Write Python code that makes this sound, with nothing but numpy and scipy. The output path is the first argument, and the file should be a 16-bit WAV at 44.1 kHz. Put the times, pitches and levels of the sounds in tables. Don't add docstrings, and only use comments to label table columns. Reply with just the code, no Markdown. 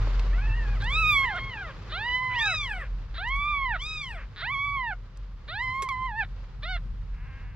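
import sys
import numpy as np
from scipy import signal
from scipy.fft import rfft, irfft
from scipy.io import wavfile
from scipy.ndimage import uniform_filter1d

SR = 44100
rng = np.random.default_rng(int(sys.argv[2]) if len(sys.argv) > 2 else 0)


def master(y):
    cut = np.clip(np.atleast_2d(y).T, -1, 1)
    pcm = np.round(cut * 32767)
    wavfile.write(sys.argv[1], SR, pcm.astype(np.int16))


N = 332955

# time in seconds, pitch in Hz.
CRATE_PITCH = [
    [(0.3, 517.6), (0.364, 682), (0.424, 830), (0.476, 912), (0.524, 872), (0.572, 960), (0.672, 832),
     (0.74, 800), (0.788, 598)],
    [(1.21, 667), (1.266, 958), (1.314, 1052), (1.482, 1091), (1.51, 1028), (1.55, 922), (1.575, 829),
     (1.62, 775), (1.65, 691), (1.718, 501)],
    [(2.31, 602), (2.362, 926), (2.41, 1186), (2.474, 1295), (2.538, 1293), (2.6, 1195), (2.646, 1111),
     (2.715, 825), (2.8, 665), (2.845, 500)],
    [(3.775, 849), (3.823, 1153), (3.875, 1257), (3.947, 1265), (4.007, 1192), (4.105, 927), (4.189, 580),
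     (4.22, 520)],
]


def amp(db):
    return 10 ** (np.asarray(db) / 20)


def rms_one(x):
    return x / np.sqrt(np.mean(x ** 2) + 1e-20)


def in_time(rows, t):
    s, *columns = np.transpose(rows)
    return [np.interp(t, s, c) for c in columns]


def at_hz(points, hz):
    table_hz, value = np.transpose(points)
    return np.interp(np.log(hz), np.log(table_hz), value)


def drift(count, rate_hz):
    r = np.exp(-2 * np.pi * rate_hz / SR)
    settle = SR // 2
    noise = rng.standard_normal(count + settle)
    return rms_one(signal.lfilter([1], [1, -2 * r, r * r], noise)[settle:])


def resonate(x, hz, width_hz):
    r = np.exp(-np.pi * width_hz / SR)
    zeros = [(1 - r * r) / 2, 0, (r * r - 1) / 2]
    return signal.lfilter(zeros, [1, -2 * r * np.cos(2 * np.pi * hz / SR), r * r], x)


def stereo_noise(spectrum):
    # frequency in Hz, left-right likeness 0-1.
    likeness = [(50, .975), (130, .96), (290, .82), (1400, .65), (3000, .5), (6500, .05)]
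    hz = np.maximum(np.arange(N // 2 + 1) * SR / N, 1)
    colour = amp(at_hz(spectrum, hz)) * (hz > spectrum[0][0])
    mid, side = rfft(rng.standard_normal((2, N))) * colour
    alike = np.clip(at_hz(likeness, hz), 0, 1)
    return rms_one(irfft(np.sqrt(1 + alike) * mid + np.sqrt(1 - alike) * side * [[1], [-1]], N))


def pulses(rate_hz, uneven):
    step_hz = rate_hz * np.clip(1 + uneven * drift(len(rate_hz), 150), .2, 3)
    cycles = np.cumsum(step_hz) / SR
    ticks = np.diff(np.floor(cycles + .99), prepend=0)
    return ticks * amp(10 * uneven * rng.standard_normal(len(rate_hz)))


def throat(x, modes):
    out = 0
    for k, (hz, width_hz, db) in enumerate(modes):
        out = out + (-1) ** k * amp(db) * resonate(resonate(x, hz, width_hz), hz, width_hz)
    return out


def low_partials(hz, opening, db, voice):
    narrow_hz, wide_hz, mouth_q, steepness = 1123, 4040, 1.367, 1.55
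    mouth_hz = narrow_hz * (wide_hz / narrow_hz) ** np.clip(opening, 0, 1)
    out = []
    for k, (source_db, slope_db) in enumerate(voice):
        x = (k + 1) * hz / mouth_hz
        mouth_db = -10 * steepness * np.log10((1 - x * x) ** 2 + (x / mouth_q) ** 2)
        out.append(db + source_db + slope_db * np.log2(hz / hz.max()) + mouth_db)
    return out


def kitten(cries, voice, colour, side, shut_mouth, attack_s, ragged):
    open_pitch_hz, release_s = 1080, 0.0034
    ring_hz, ring_width_hz = 12700, 1900
    shut_hz, shut_width_hz, late_share = shut_mouth
    out = np.zeros((2, N))
    for pitch, mouth, (fall_db, ring_db, shut_db, third_db, top_hz) in cries:
        at = np.arange(int(pitch[0][0] * SR), int(pitch[-1][0] * SR))
        count, since_s = len(at), (at - at[0]) / SR
        hz = uniform_filter1d(in_time(pitch, at / SR)[0], size=900, mode="nearest")
        shut = np.clip(1 - hz / open_pitch_hz, 0, 1)
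        jitter = (.002 + ragged * shut) * drift(count, 80)
        wobble = (.003 + .6 * ragged * shut) * drift(count, 20)
        hz = hz * (1 + jitter + wobble)
        phase = 2 * np.pi * np.cumsum(hz) / SR
        opening, effort_db = in_time(mouth, at / SR)
        low_db = low_partials(hz, opening, effort_db, voice)
        strain = np.clip(0.5 + (effort_db - effort_db.max()) / 16, 0, 1)
        ring_gate = strain * np.clip(1 - 5 * shut, 0, 1)
        lift_gate = shut * np.maximum(np.exp(-(since_s / 0.24) ** 2), late_share)
        edge = np.clip(np.minimum(since_s / attack_s, (at[-1] - at) / SR / release_s), 0, 1)
        for k in range(1, 17):
            k_hz = k * hz
            if k < 4:
                level_db = low_db[k - 1] + third_db * (k == 3)
            else:
                level_db = (low_db[1] + low_db[2]) / 2 - 8.0 + fall_db * np.log2(k / 3) + at_hz(colour, k_hz)
                level_db += ring_db * ring_gate * np.exp(-((k_hz - ring_hz) / ring_width_hz) ** 2)
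                level_db += shut_db * lift_gate * np.exp(-((k_hz - shut_hz) / shut_width_hz) ** 2)
                level_db -= 68.5 * shut * np.log2(np.maximum(k_hz / 4070, 1))
                level_db -= 80 * np.log2(np.maximum(k_hz / top_hz, 1))
            shimmer_db = (.9 + 18 * ragged) * np.sqrt(k) * drift(count, 5 + 1800 * ragged)
            patches_db = ragged * (25 + 170 * shut) * drift(count, 14)
            gain = np.sqrt(2) * edge * amp(level_db + shimmer_db + patches_db)
            wave = gain * np.cos(k * phase - k * k / 6) * (k_hz < SR / 2.2)
            out[:, at] += wave * amp(at_hz(side, k_hz) / 2 * [[1], [-1]])
    return out


def street():
    # time in seconds, firing rate in Hz, level in dB ahead of the fade gain.
    engine_rows = [(0.0, 43.19, -24), (1.002, 44.6, -25.5), (1.6, 41.5, -67)]
    # time in seconds, deep rumble in dB, drone in dB, tyre hiss in dB.
    traffic_rows = [(0, -32.5, -40.5, -42), (.9, -33, -40, -48), (1.9, -43, -45.5, -49.5),
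                    (2.7, -37, -47, -53.5), (3.5, -33, -49, -57), (4.7, -42.5, -45, -56),
                    (5.2, -43, -51.5, -60), (5.8, -40.5, -45.5, -57.5), (7.0, -33, -47.5, -59),
                    (7.55, -35, -48, -60.5)]
    # frequency in Hz, density in dB per Hz.
    drone_colour = [(32, -22), (76, -14.5), (106, -4.5), (150, -15.5), (320, -34.5), (420, -70)]
    hiss_colour = [(150, -16.5), (355, -7.5), (470, -5), (680, -12.5), (1090, -6.5), (2520, -15.5),
                   (4760, -20.5), (7500, -35.5), (9500, -85.5)]
    t = np.arange(N) / SR
    firing_hz, engine_db = in_time(engine_rows, t)
    fade = np.clip(engine_rows[-1][0] - t, 0, .2) / 0.19
    engine = np.sqrt(2) * amp(engine_db) * np.sin(2 * np.pi * np.cumsum(firing_hz) / SR) * fade
    rumble_db, drone_db, hiss_db = in_time(traffic_rows, t)
    deep = resonate(stereo_noise([(20, -4.0), (200, -12.0), (500, -69)]), hz=43.94, width_hz=5.1)
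    rumble = amp(rumble_db) * rms_one(deep)
    drone = amp(drone_db + 1.9 * drift(N, 4.7)) * stereo_noise(drone_colour)
    hiss = amp(hiss_db + drift(N, 22.0) + drift(N, 3.6)) * stereo_noise(hiss_colour)
    return engine + rumble + drone + hiss


def clicks():
    # start in seconds, peak in dB, t60 in seconds, low edge in Hz, high edge in Hz.
    click_rows = [(0.072, -30, 0.024, 330, 786), (0.195, -26.5, 0.029, 1000, 4400),
                  (.822, -42, .015, 4500, 7500), (0.843, -35.5, 0.02, 4000, 9000),
                  (1.362, -42, 0.02, 1500, 8000), (3.275, -44, 0.02, 3030, 7000),
                  (3.286, -41, 0.03, 4000, 7650), (3.363, -43, .015, 5000, 12000),
                  (5.173, -44, 0.014, 2440, 8200), (5.822, -26, .07, 400, 10000),
                  (5.824, -37.5, 0.054, 348, 510), (5.889, -32, 0.015, 991, 9000)]
    out, t = np.zeros((2, N)), np.arange(SR // 8) / SR
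    for s, db, t60_s, low_hz, high_hz in click_rows:
        noise = rng.standard_normal(len(t)) + 0.18 * rng.standard_normal((2, len(t)))
        band = signal.butter(2, [low_hz, high_hz], "band", fs=SR, output="sos")
        burst = signal.sosfilt(band, noise * amp(-60 * t / t60_s))
        a = int(s * SR)
        out[:, a:a + len(t)] += amp(db) * burst / np.abs(burst).max()
    return out


def crate_kitten():
    # effort in dB, opening 0-1 at the start, at the end, fall of the upper partials
    # in dB per octave, shut-mouth lift in dB, third partial in dB, muffled above in Hz.
    cry_rows = [(-46.5, 0.81, 0.2, -1.5, 24, 2.5, 2950), (-39.5, 0.53, 0.43, -13.5, 17, 1, 4150),
                (-36, 1, 0.47, -15, 34.5, 3.5, SR), (-40.5, 0.95, 0.54, -15, 18, 1, SR)]
    # source strength in dB, growth with pitch in dB per octave.
    voice = [(-8.5, 6.6), (-2.5, 12), (-2, 15.8)]
    # frequency in Hz, level in dB.
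    colour = [(1500, 11.5), (3800, -2.5), (5200, 5), (7800, -2.5), (8800, -28), (15000, -25)]
    # frequency in Hz, left minus right in dB.
    side = [(700, 1), (2300, -0.5), (6000, 2), (13000, -27.5)]
    cries = []
    for pitch, (effort_db, first, last, fall_db, *rest) in zip(CRATE_PITCH, cry_rows):
        mouth = [(pitch[0][0], first, effort_db), (pitch[-1][0], last, effort_db)]
        cries.append((pitch, mouth, (fall_db, 0, *rest)))
    shut_mouth = (3230, 590, 0.51)  # Hz, width Hz, share of the lift left late in the cry
    return kitten(cries, voice, colour, side, shut_mouth, attack_s=0.045, ragged=.04)


def creaks():
    # seconds where the pulses are slowest, seconds where they join the cry,
    # slowest rate in Hz, level in dB.
    creak_rows = [(.803, .822, 500, -42), (1.41, 1.35, 350, -47), (1.896, 1.92, 300, -44),
                  (2.565, 2.535, 400, -46), (3.143, 3.18, 400, -43), (3.79, 3.73, 550, -45),
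                  (4.361, 4.42, 160, -40), (5.478, 5.485, 450, -47), (6.265, 6.22, 300, -49),
                  (6.624, 6.63, 450, -47), (6.79, 6.755, 350, -48)]
    # resonance in Hz, width in Hz, level in dB.
    creak_modes = [(1550, 850, 3), (3750, 950, 2)]
    join_hz = 560
    out, tail = np.zeros(N), SR // 100
    for slow_s, join_s, slow_hz, db in creak_rows:
        a, b = sorted([int(slow_s * SR), int(join_s * SR)])
        slowing_hz = np.geomspace(join_hz, slow_hz, b - a)
        if slow_s < join_s:
            source = pulses(slowing_hz, .06)[::-1] * np.linspace(.5, 1, b - a)
            dull_hz = 4800
        else:
            source = pulses(slowing_hz, .25) * np.hanning(b - a)
            dull_hz = 3000
        dull = signal.butter(4, dull_hz, fs=SR, output="sos")
        ring = signal.sosfilt(dull, throat(np.pad(source, (0, tail)), creak_modes))
        out[a:b + tail] += amp(db) * ring / np.sqrt(np.mean(ring[:b - a] ** 2))
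    return out


def held_kitten():
    # time in seconds, pitch in Hz.
    pitches = [
        [(0.822, 771), (0.891, 1016), (0.923, 1146), (0.971, 1284), (1.011, 1307), (1.047, 1239), (1.083, 1254),
         (1.183, 1092), (1.239, 1079), (1.299, 879), (1.355, 653), (1.367, 781), (1.395, 553)],
        [(1.92, 586), (1.996, 827), (2.068, 977.5), (2.228, 1026), (2.34, 996), (2.436, 884), (2.532, 675),
         (2.548, 576)],
        [(3.18, 635), (3.218, 760), (3.25, 894), (3.314, 1088), (3.498, 1204), (3.57, 1127), (3.634, 1080),
         (3.715, 913), (3.77, 624)],
        [(4.42, 578), (4.446, 780), (4.5, 1057), (4.53, 1176), (4.554, 1097), (4.658, 1145), (4.75, 1128),
         (4.898, 865), (4.938, 685)],
        [(5.485, 570), (5.557, 818), (5.633, 1043), (5.685, 1012), (5.821, 1089), (5.885, 1021)],
        [(5.887, 1153), (5.919, 1046), (5.951, 1009), (6.063, 1046), (6.131, 826), (6.195, 922), (6.239, 731)],
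        [(6.63, 567), (6.67, 694), (6.698, 756), (6.718, 745), (6.77, 684)],
    ]
    # time in seconds, opening 0-1, effort in dB.
    mouths = [
        [(.815, 0.23, -39), (.923, 0.91, -35.5), (1.035, 0.53, -27.5), (1.131, 0.68, -26), (1.25, 0.37, -27.5),
         (1.343, 0.11, -34), (1.395, 0.68, -31.5)],
        [(1.92, 0.44, -39), (2.152, 0.73, -33.5), (2.216, 0.3, -32.5), (2.548, 0.52, -34.5)],
        [(3.158, 0.3, -40.5), (3.306, 0.48, -34.5), (3.506, 0.42, -31), (3.7, 0.33, -31.5), (3.77, 0.32, -31.5)],
        [(4.41, 0.49, -37), (4.574, 0.5, -33.5), (4.758, 0.29, -32), (4.938, 0.33, -34)],
        [(5.485, 0.56, -41.5), (5.645, 0.42, -34.5), (5.885, 0.12, -33)],
        [(5.887, 0.38, -31), (5.987, 0.04, -32), (6.06, 0.2, -30.5), (6.13, 0.08, -38.5), (6.211, 0.43, -31.5),
         (6.239, 0.38, -32)],
        [(6.63, 0.32, -45.5), (6.738, 0.49, -41.5), (6.77, 0.36, -42)],
    ]
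    # fall of the upper partials in dB per octave, high ring in dB,
    # shut-mouth lift in dB, third partial in dB.
    cry_rows = [(-7.5, 50, 69, 0.5), (-13, 5, 68, -3.3), (-17, -14, 78, 1), (-15.5, -13, 61, 0),
                (-9, -9, 52.5, -2.5), (-10.5, 3, 29, 0), (-2, -5, 32, 0)]
    # source strength in dB, growth with pitch in dB per octave.
    voice = [(-3.5, 8.4), (0, 7.5), (0.5, 12.5)]
    # frequency in Hz, level in dB.
    colour = [(1500, 2), (3800, -6), (5000, -10), (5900, -15.5), (7200, -8.5), (8300, -15), (10000, -34.5),
              (15000, -35.5)]
    # frequency in Hz, left minus right in dB.
    side = [(700, -4), (2300, -4), (4250, 2.5), (7800, 0), (13000, -14)]
    cries = zip(pitches, mouths, [(*row, SR) for row in cry_rows])
    shut_mouth = (3950, 1280, 0.079)  # Hz, width Hz, share of the lift left late in the cry
    return kitten(cries, voice, colour, side, shut_mouth, attack_s=0.002, ragged=.012)


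def rasps():
    # start in seconds, end in seconds, pulse rate in Hz at the start, at the end,
    # level in dB ahead of the swell.
    rasp_rows = [(1.66, 1.75, 600, 250, -55), (2.28, 2.36, 350, 740, -50), (2.76, 2.9, 700, 300, -52),
                 (4.13, 4.28, 700, 250, -53)]
    # resonance in Hz, width in Hz, level in dB.
    rasp_modes = [(1400, 900, 0), (2400, 1000, -3)]
    out = np.zeros(N)
    for start_s, end_s, first_hz, last_hz, db in rasp_rows:
        a, b = int(start_s * SR), int(end_s * SR)
        breath = .5 * rng.standard_normal(b - a)
        source = rms_one(pulses(np.linspace(first_hz, last_hz, b - a), .15)) + breath
        swell = 2 * np.hanning(b - a)
        out[a:b] += amp(db) * rms_one(throat(source, rasp_modes)) * swell
    return out


def hoarse():
    # start in seconds, length in seconds, level in dB ahead of the swell.
    hoarse_rows = [(2.37, 0.15, -64), (2.584, 0.29, -64.5), (3.811, 0.089, -61.5), (3.98, 0.23, -67)]
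    # resonance in Hz, width in Hz, level in dB.
    hoarse_modes = [(8200, 1900, 6), (12500, 2700, -4)]
    out, pitch = np.zeros(N), sum(CRATE_PITCH, [])
    for s, length_s, db in hoarse_rows:
        at = np.arange(int(s * SR), int((s + length_s) * SR))
        breath = .6 * rng.standard_normal(len(at))
        source = rms_one(pulses(in_time(pitch, at / SR)[0], .005)) + breath
        level = amp(db + 2.0 * drift(len(at), 25)) * np.sqrt(np.hanning(len(at)))
        out[at] += level * rms_one(throat(source, hoarse_modes))
    return out


def groan():
    # start in seconds, swell in seconds, sag in seconds, slow rate in Hz, fast rate in Hz,
    # level in dB ahead of the swell, swell depth in dB.
    groan_row = (7.12, .2, .3, 180, 265, -54, 10)
    # resonance in Hz, width in Hz, level in dB.
    groan_modes = [(970, 620, -3), (1635, 230, 3.5), (2070, 480, 0), (2710, 520, -6)]
    s, swell_s, sag_s, slow_hz, fast_hz, db, swell_db = groan_row
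    at = np.arange(int(s * SR), N)
    from_top_s = at / SR - s - swell_s
    below = (from_top_s / np.where(from_top_s < 0, swell_s, sag_s)) ** 2
    breath = .25 * rng.standard_normal(len(at))
    source = rms_one(pulses(fast_hz - (fast_hz - slow_hz) * below, .04)) + breath
    out = np.zeros(N)
    out[at] = amp(db - swell_db * below) * rms_one(throat(source, groan_modes))
    return out


def yard(x):
    # delay in seconds, level in dB.
    echo_rows = [(.0093, -17.5), (0.019, -20.5)]
    dull = signal.lfilter([.4], [1, -.6], x[::-1])
    out = x
    for s, db in echo_rows:
        out = out + amp(db) * np.pad(dull, ((0, 0), (int(s * SR), 0)))[:, :N]
    return out


def scene():
    rough = creaks() * amp([[-.6], [.6]]) + rasps() + groan() + hoarse() * amp([[-1.5], [1.5]])
    return yard(held_kitten() + crate_kitten() + rough + clicks()) + street()


def record(dry):
    left_lag_samples, cutoff_hz = 2, 15800
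    wet = np.array([np.pad(dry[0], (left_lag_samples, 0))[:N], dry[1]])
    return signal.sosfilt(signal.cheby2(12, 70, cutoff_hz, fs=SR, output="sos"), wet)


dry = scene()
out = record(dry)
master(out)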